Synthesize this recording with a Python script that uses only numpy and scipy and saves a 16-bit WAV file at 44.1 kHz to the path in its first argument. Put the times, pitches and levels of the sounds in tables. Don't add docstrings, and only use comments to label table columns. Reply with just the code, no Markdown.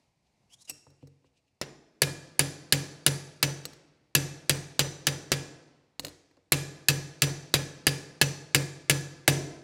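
import sys
import numpy as np
from scipy import signal
from scipy.fft import rfft, irfft
from scipy.io import wavfile
from scipy.ndimage import uniform_filter1d

SR = 44100
rng = np.random.default_rng(int(sys.argv[2]) if len(sys.argv) > 2 else 0)


def amp(db):
    return 10 ** (np.asarray(db, float) / 20)


def write(x):
    x = np.atleast_2d(x).T
    wavfile.write(sys.argv[1], SR, np.round(np.clip(x, -1, 1) * 32767).astype(np.int16))


N = 424706

# [f/Hz, level/dB]
HUM = [(15, -24.5), (25, -8), (127, -1), (309, -11), (439, -14), (796, -11.5), (1400, -25.5), (2350, -18.5),
       (3340, -26), (4370, -21.5), (7920, -28), (12500, -36.5), (16000, -53)]
HUM_DB = -71.5
# [t/s, level/dB]
HUSH = [(0, 1.5), (.15, -5.5), (.4, -1.5), (1.5, -7), (2.1, -3.5), (9.63, -8)]

# [t/s, level/dB]
RUSTLES = [
    (.272, -81),
    (1.029, -75),
    (1.268, -76.5),
    (1.378, -74),
    (1.482, -81.5),
]
# [f/Hz, level/dB]
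CLOTH = [(1200, -29.5), (1900, -11.5), (2650, 6), (3300, -2), (5000, -5), (8000, -9), (12000, -25),
         (16000, -35)]
RUSTLE_IN_S, RUSTLE_IN_DB, RUSTLE_OUT_S, RUSTLE_OUT_DB = 0.048, -24.5, 0.039, -27

# [jam t/s, push length/s, level/dB, whistle from f/Hz, to f/Hz]
PUSHES = [
    (0.543, .05, -48, 2600, 3364),
    (0.623, .042, -48.5, 3607, 4200),
    (0.654, .012, -51.5, 3840, 3900),
    (0.703, .03, -34, 2900, 2720),
]
# [f/Hz, level/dB]
RUB = [(350, -72), (600, -38.5), (834, -28), (1880, -49), (3940, -16.5), (5260, -1), (6830, -3.5),
       (10600, -8), (16000, -40.5)]
PUSH_START_DB, PUSH_MIDDLE_DB = -26, -14.5
STOP_S, STOP_DB = .016, -23.5
WHISTLE_DB = (3, -2.5, -6.5)

# [t/s, level/dB, f/Hz, loose punch level/dB, bench level/dB]
TICKS = [(0.697, -38, 5530, -36.5, -61), (0.709, -38, 8600, -68, -56.5), (0.736, -56, 5400, -70, -70),
         (0.868, -44.5, 910, -86, -58), (0.903, -56.5, 5540, -87, -62), (1.027, -55, 940, -87, -47),
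         (1.072, -51, 5560, -78.5, -59), (1.244, -55.5, 1110, -95.5, -65.5),
         (3.733, -41.5, 4560, -72.5, -67.5), (6.312, -55, 1930, -85, -74), (6.369, -58, 2700, -95, -66),
         (6.373, -54, 1090, -97.5, -64.5), (9.281, -7.5, 554, -96, -61)]
# [t/s, level/dB, loose punch level/dB, bench level/dB]
TAPS = [
    (3.654, -26.5, -43.5, -48.5),
    (5.996, -23.5, -55.5, -46),
    (6.036, -51, -68, -41.5),
    (6.049, -25.5, -58, -52),
    (6.068, -35, -67, -48),
    (6.083, -39.5, -79.5, -53),
    (6.091, -47.5, -70, -60),
]
# [f/Hz, level/dB, t60/s]
TAP = [(606, -2.5, 0.016), (1780, -32.5, .03), (2900, -7, 0.031), (4200, 13.5, 0.0048), (6900, -0.5, 0.011),
       (10240, -2, 0.0082), (13560, -5.5, 0.016)]
# [f/Hz, level/dB, t60/s]
PUNCH = [(2700, -19.5, .02), (5530, -7, 0.03), (8000, -4, 0.049), (12480, -2, 0.017)]
# [f/Hz, level/dB, t60/s]
AFTER_RING = [(5520, -28, .6), (5590, -30, .55), (5650, -34, .4), (8040, -34, .4), (8110, -36, .3),
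              (12500, -39, .25)]
TICK_KNOCK_DB, TAP_BOOM_DB = -2, -3.5

# [t/s, force level/dB, square-hit squeal level/dB, favoured casting mode f/Hz, punch lean -2 to 2]
BLOWS = [(1.614, -16, -37, 5460, 0.16), (2.019, -4.5, -12, 4600, -0.91), (2.393, -4.5, -7.5, 4540, 0.32),
         (2.724, -3.5, -10.5, 4762, 0.2), (3.064, -3.5, -5.5, 4670, 0.79), (3.428, -4.5, -20.5, 4936, 1.2),
         (4.151, -3, -11, 6065, 0.67), (4.495, -4, -16, 7880, 0.46), (4.793, -4.5, -31, 3995, 1.6),
         (5.069, -5.5, -23.5, 5860, 0.79), (5.318, -5.5, -51.5, 5550, -0.093),
         (6.521, -3.5, -10, 4030, -0.51), (6.885, -2.5, -15, 4140, 0.56), (7.220, -2.5, -22.5, 4330, 0.9),
         (7.54, -3.5, -40, 4080, 0.41), (7.868, -4, -13.5, 4460, -0.21), (8.214, -3, -24, 4350, 1.1),
         (8.547, -2.5, -19, 2220, -.1), (8.897, -2.5, -17.5, 3740, 0.58), (9.278, -1, -22, 2183, 0.89)]
UPPER_S = [3.428, 4.151, 6.521, 6.885]
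USUAL_DB = -4
# crack, casting, bench, favoured mode, long ring at the usual force [level/dB]
LAYER_DB = (-3.5, -20.5, -28, -13.5, -1.5)
LAYER_SLOPE = (.9, 1.6, 1.6, .8, 1.7)
SQUEAL_HZ, OTHER_MODE_DB = (10380, 11345), -7.5
TILT_DB, TILT_PER_SQUEAL, TILT_PER_FORCE = 0.17, 0.026, 0.55
# [f/Hz, level/dB]
CRACK = [(180, -43), (300, 7), (2680, -11), (3220, -27), (4080, 5.5), (5720, -14), (6330, 0.5), (8860, -7),
         (11200, -4), (15700, -6), (17500, -11.5)]
# [f/Hz, level/dB]
RATTLE = [(180, -11), (300, 1.5), (1080, -11), (2080, -3.5), (3690, -4.5), (4900, -6), (8560, -13),
          (11400, -13), (13000, -18), (15800, -21), (17500, -25)]
# [f/Hz, width/Hz, level/dB]
CASTING = [(1696, 38, -5.5), (2216, 46, -9.5), (2600, 23, -7), (2903, 43, -4), (3832, 160, -9.5),
           (4770, 18, -8), (5900, 49, -13.5), (6350, 70, -17.5), (7240, 53, -2), (8200, 52, -4),
           (10420, 160, -14), (11900, 70, -21.5), (12920, 34, -14), (15420, 80, -20)]
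# [f/Hz, level/dB, t60/s]
RING = [
    [(1650, 8, .6), (1683, 11, .7), (1702, 10, .7), (1750, 8, .7)],
    [(2406, 18, .6), (2435, 11, .5)],
    [(5975, 19, .5), (6006, 12, .6)],
    [(7144, 18, .28), (7370, 20, .17)],
]
# [level/dB, dB per unit of lean]
RING_SHARE = [(-54, -3), (-60, -6), (-60, 7), (-59, 4)]
# [f/Hz, level/dB, t60/s]
BENCH = [(205, -12, .15), (256, -12, .15), (283, -6, .28), (308, -10, .15), (333, -11, .15),
         (372, -11, .15), (414, -10, .12), (448, -12, .15), (484, -9, .25), (525, -11, .18),
         (576, -12, .15)]
# [f/Hz, level/dB, t60/s, sign of the side that moves first]
BOOM = [(56, -17, 0.45, 1), (94, -12, 0.59, 0.98), (118.5, 5, 0.033, 0.18), (132.17, -12.5, 1, 0.42),
        (139.4, 3, 0.47, -1.134), (155, -11, 1, 0.76), (164.6, -5, 0.29, 0.98), (169.7, -11.5, 0.75, -0.58)]

# [f/Hz, t60/s]
SHOP_T60 = [(100, 0.31), (300, 0.53), (1000, 0.5), (3000, 0.48), (6000, 0.63), (9000, 0.34), (12000, 0.37),
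            (16000, .25)]
# [f/Hz, level/dB]
SHOP_DB = [(100, -1), (300, -0.5), (1000, -3.5), (3000, -12.5), (6000, -8), (9000, -3.5), (12000, -13),
           (16000, -6.5)]
# [f/Hz, t60/s]
FAR_T60 = [(100, 1.4), (1000, 1.3), (4000, 1.1), (8000, 0.79), (16000, 0.44)]
SLAP_S, SLAP_DB = .039, -6


def read(points, hz):
    f, value = np.transpose(points)
    return np.interp(np.log(hz + 1), np.log(f + 1), value)


def add(mix, s, sound):
    part = mix[round(s * SR):][:len(sound)]
    part += sound[:len(part)]


def rise(t, s):
    return 1 - np.exp(-(t / s) ** 2)


def colour(size, spectrum, tilt_db=0., corner_hz=20400.0):
    hz = np.fft.rfftfreq(size, 1 / SR)
    tilted = amp(read(spectrum, hz) + tilt_db * np.log2(1 + hz / 3000))
    return tilted / (1 + (hz / corner_hz) ** 3)


def noise(size, *shape, **more):
    x = irfft(rfft(rng.standard_normal(size)) * colour(size, *shape, **more), size)
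    return x / x.std()


def ring(t, modes, spread_db=0., detune=0.):
    hz, db, t60 = np.transpose(modes)
    level_luck, pitch_luck = rng.standard_normal((2, len(modes)))
    turn = 2 * np.pi * hz * (1 + detune * pitch_luck) / SR
    keep = np.exp(-np.log(1000) / t60 / SR)
    kick = amp(db + spread_db * level_luck) * keep * np.sin(turn)
    impulse = 1. * (t == 0)
    out = np.zeros(len(t))
    for g, w, r in zip(kick, turn, keep):
        out += signal.lfilter([0, g], [1, -2 * r * np.cos(w), r * r], impulse)
    return out


def hum(t):
    return amp(HUM_DB + np.interp(t, *np.transpose(HUSH))) * noise(N, HUM)


def rustle(s, db):
    start, end = s - RUSTLE_IN_S, s + RUSTLE_OUT_S
    t = np.arange(start, end, 1 / SR)
    swell = np.interp(t, [start, s, end], [db + RUSTLE_IN_DB, db, db + RUSTLE_OUT_DB])
    return start, noise(len(t), CLOTH) * amp(swell + 3) * signal.windows.tukey(len(t), .05)


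def push(s, length, db, from_hz, to_hz):
    return scrape([(s - length, db + PUSH_START_DB, from_hz, WHISTLE_DB[0]),
                   (s - length / 2, db + PUSH_MIDDLE_DB, (from_hz + to_hz) / 2, WHISTLE_DB[1]),
                   (s, db, to_hz, WHISTLE_DB[2]),
                   (s + STOP_S, db + STOP_DB, to_hz, WHISTLE_DB[2])])


def scrape(rows):
    s, *columns = np.transpose(rows)
    t = np.arange(s[0], s[-1], 1 / SR)
    db, hz, whistle_db = (np.interp(t, s, c) for c in columns)
    edge = signal.windows.tukey(len(t), .15)
    grit = amp(1.6 * uniform_filter1d(rng.standard_normal(len(t)), size=60) * np.sqrt(60))
    rub = noise(len(t), RUB) * grit * amp(db - 6.5) * edge
    a, b = signal.lfilter([1], [1, -.99], rng.standard_normal((2, 3, len(t)))) * 0.1
    turns = np.cumsum(hz) / SR * np.array([[1], [1.75], [.23]])
    voices = ((a + 1j * b) * np.exp(2j * np.pi * turns)).real
    whistle = amp(np.array([0, -7, -15])) @ voices
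    sung = signal.oaconvolve(rub, ring(np.arange(SR // 4) / SR, PUNCH)) * amp(-59)
    add(sung, 0, rub + whistle * amp(db + whistle_db) * edge)
    return s[0], sung


def clap(*shape, **more):
    x = np.fft.fftshift(irfft(colour(512, *shape, **more)))
    return x / np.linalg.norm(x)


def boom(t, spread_db, low_db=0.):
    return sum(sign * ring(t, [(hz, db + low_db * (hz < 120), t60)], spread_db) for hz, db, t60, sign in BOOM)


def touch(modes, corner_hz, db, free_db, boom_db, knock_db):
    t = np.arange(SR // 2) / SR
    click = .5 * noise(len(t), CRACK, corner_hz=corner_hz) * amp(db - 60 * t / 0.033)
    free = ring(t, PUNCH + AFTER_RING) * amp(free_db + 10)
    steel = (click + free) * rise(t, 0.0003) + 0.39 * amp(db) * ring(t, modes, 0.81)
    top = ring(t, [(f, d, .5 * s) for f, d, s in BENCH], 2.5, .03)
    knock = top * amp(knock_db + 8.0) * rise(t, 0.0041)
    low = boom(t, 2.2, 11.0) * amp(boom_db - 7.0 - 60 * t / 1.2) * rise(t, 0.0056)
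    walls = clap(RATTLE, 1.5, corner_hz=corner_hz) * amp(db + 9)
    return walls, steel, knock, low


def tick(db, hz, free_db, bench_db):
    return touch([(hz, 0, .015)], 1.8 * hz, db, free_db, bench_db, bench_db + TICK_KNOCK_DB)


def tap(db, free_db, bench_db):
    return touch(TAP, 12000.0, db, free_db, bench_db + TAP_BOOM_DB, bench_db)


def strike(s, force_db, squeal_db, mode_hz, lean):
    extra_db = force_db - USUAL_DB
    crack, casting, bench, mode, long = (db + slope * extra_db for db, slope in zip(LAYER_DB, LAYER_SLOPE))
    tilt = TILT_DB + TILT_PER_SQUEAL * (squeal_db - crack + 19) + TILT_PER_FORCE * extra_db
    upper = np.isclose(s, UPPER_S, atol=1 / 20).any()
    punch_hz = SQUEAL_HZ[::-1] if upper else SQUEAL_HZ
    ring_db = [long + db + slope * lean for db, slope in RING_SHARE]
    return blow(crack, punch_hz, squeal_db, casting, bench, mode, mode_hz, force_db - crack, tilt, ring_db)


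def blow(crack_db, punch_hz, punch_db, casting_db, bench_db, mode_db, mode_hz, rattle_db, tilt_db, ring_db):
    t = np.arange(SR * 2 // 3) / SR
    early = t[:SR // 8]
    crack = noise(len(t), CRACK, tilt_db) * amp(crack_db - 4 - 60 * t / 0.012) * rise(t, 0.00078)
    contact = rise(early, 0.0012) * np.exp(-(early / 0.0016) ** 2)
    squeal = ring(early, [(punch_hz[0], punch_db + 13, .05),
                          (punch_hz[1], punch_db + 12.5 + OTHER_MODE_DB, .05)]) * contact
    short = [(f * pair, db, 1.8 / w) for f, w, db in CASTING for pair in (.99, 1.01)]
    clank = ring(early, short, 4., .006) * amp(casting_db - 1.5)
    favoured = ring(early, [(mode_hz * near, mode_db - 5, .022) for near in (.96, 1, 1.045)], 3.3)
    rattle = noise(len(t), RATTLE, tilt_db) * amp(crack_db + rattle_db - 17 - 60 * t / 0.15)
    rattle /= 1 + (t / 0.029) ** 3
    rattle *= amp(4.5 * np.tanh(uniform_filter1d(rng.standard_normal(len(t)), size=64) * 8))
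    long = [(hz, db + group_db, t60) for modes, group_db in zip(RING, ring_db) for hz, db, t60 in modes]
    steel = rattle + ring(t, long, 1.5, .001) * amp(-3)
    add(steel, 0, squeal + clank + favoured)
    knock = ring(t, BENCH, 2., .008) * amp(bench_db + 1) * rise(t, 0.012)
    low = boom(t, 0.54) * amp(bench_db - 1.0) * rise(t, 0.0049)
    walls = amp(-26.5) * squeal + amp(-19) * favoured + amp(-21) * clank
    add(walls, 0, clap(RATTLE, tilt_db) * amp(crack_db + rattle_db + 6.5))
    return walls, crack + steel * rise(t, 0.00051), knock, low


def tail(t60, onset, size):
    hz, t, z = signal.stft(rng.standard_normal(size), SR, nperseg=256)
    decay_db = read(SHOP_DB, hz)[:, None] - 60 * t / read(t60, hz)[:, None]
    x = signal.istft(z * amp(decay_db), SR, nperseg=256)[1]
    return x * rise(np.arange(len(x)) / SR, onset) ** 2 / np.sqrt(SR / 20)


def shop_echo(send, t):
    wet = np.zeros(N)
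    for share in (np.cos(2.356 * t), np.sin(2.335 * t)):
        shop = tail(SHOP_T60, 0.018, size=SR)[:SR] + amp(-9.0) * tail(FAR_T60, 0.088, size=SR)[:SR]
        add(shop, SLAP_S, amp(SLAP_DB) * tail(SHOP_T60, .002, size=SR))
        wet += signal.oaconvolve(send * share, shop)[:N]
    return wet


def scene():
    hits = [(s, strike(s, *row)) for s, *row in BLOWS]
    hits += [(s, tick(*row)) for s, *row in TICKS]
    hits += [(s, tap(*row)) for s, *row in TAPS]
    walls, steel, bench, low = mixes = np.zeros((4, N))
    for s, parts in hits:
        for mix, part in zip(mixes, parts):
            add(mix, s - .0003, part)
    for s, sound in [push(*row) for row in PUSHES] + [rustle(*row) for row in RUSTLES]:
        add(steel, s, sound)
        add(walls, s, 0.42 * sound)
    send = walls + amp(-17) * steel + amp(-8) * bench + amp(-18) * low
    t = np.arange(N) / SR
    return (steel + bench + low + amp(2.5) * shop_echo(send, t) + hum(t))[None]


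def band_limit(x):
    return signal.sosfilt(signal.butter(12, 17130, fs=SR, output="sos"), x)


def record(dry):
    ceiling = .6
    x = signal.lfilter(*signal.butter(4, 45., "high", fs=SR), dry)
    x = ceiling * np.tanh(x / ceiling)
    band = signal.firwin(301, 15950, window=("kaiser", 5), fs=SR)[None]
    x = amp(-25) * x + signal.oaconvolve(x, band, "same")
    return band_limit(x)


dry = scene()
out = record(dry)
write(out)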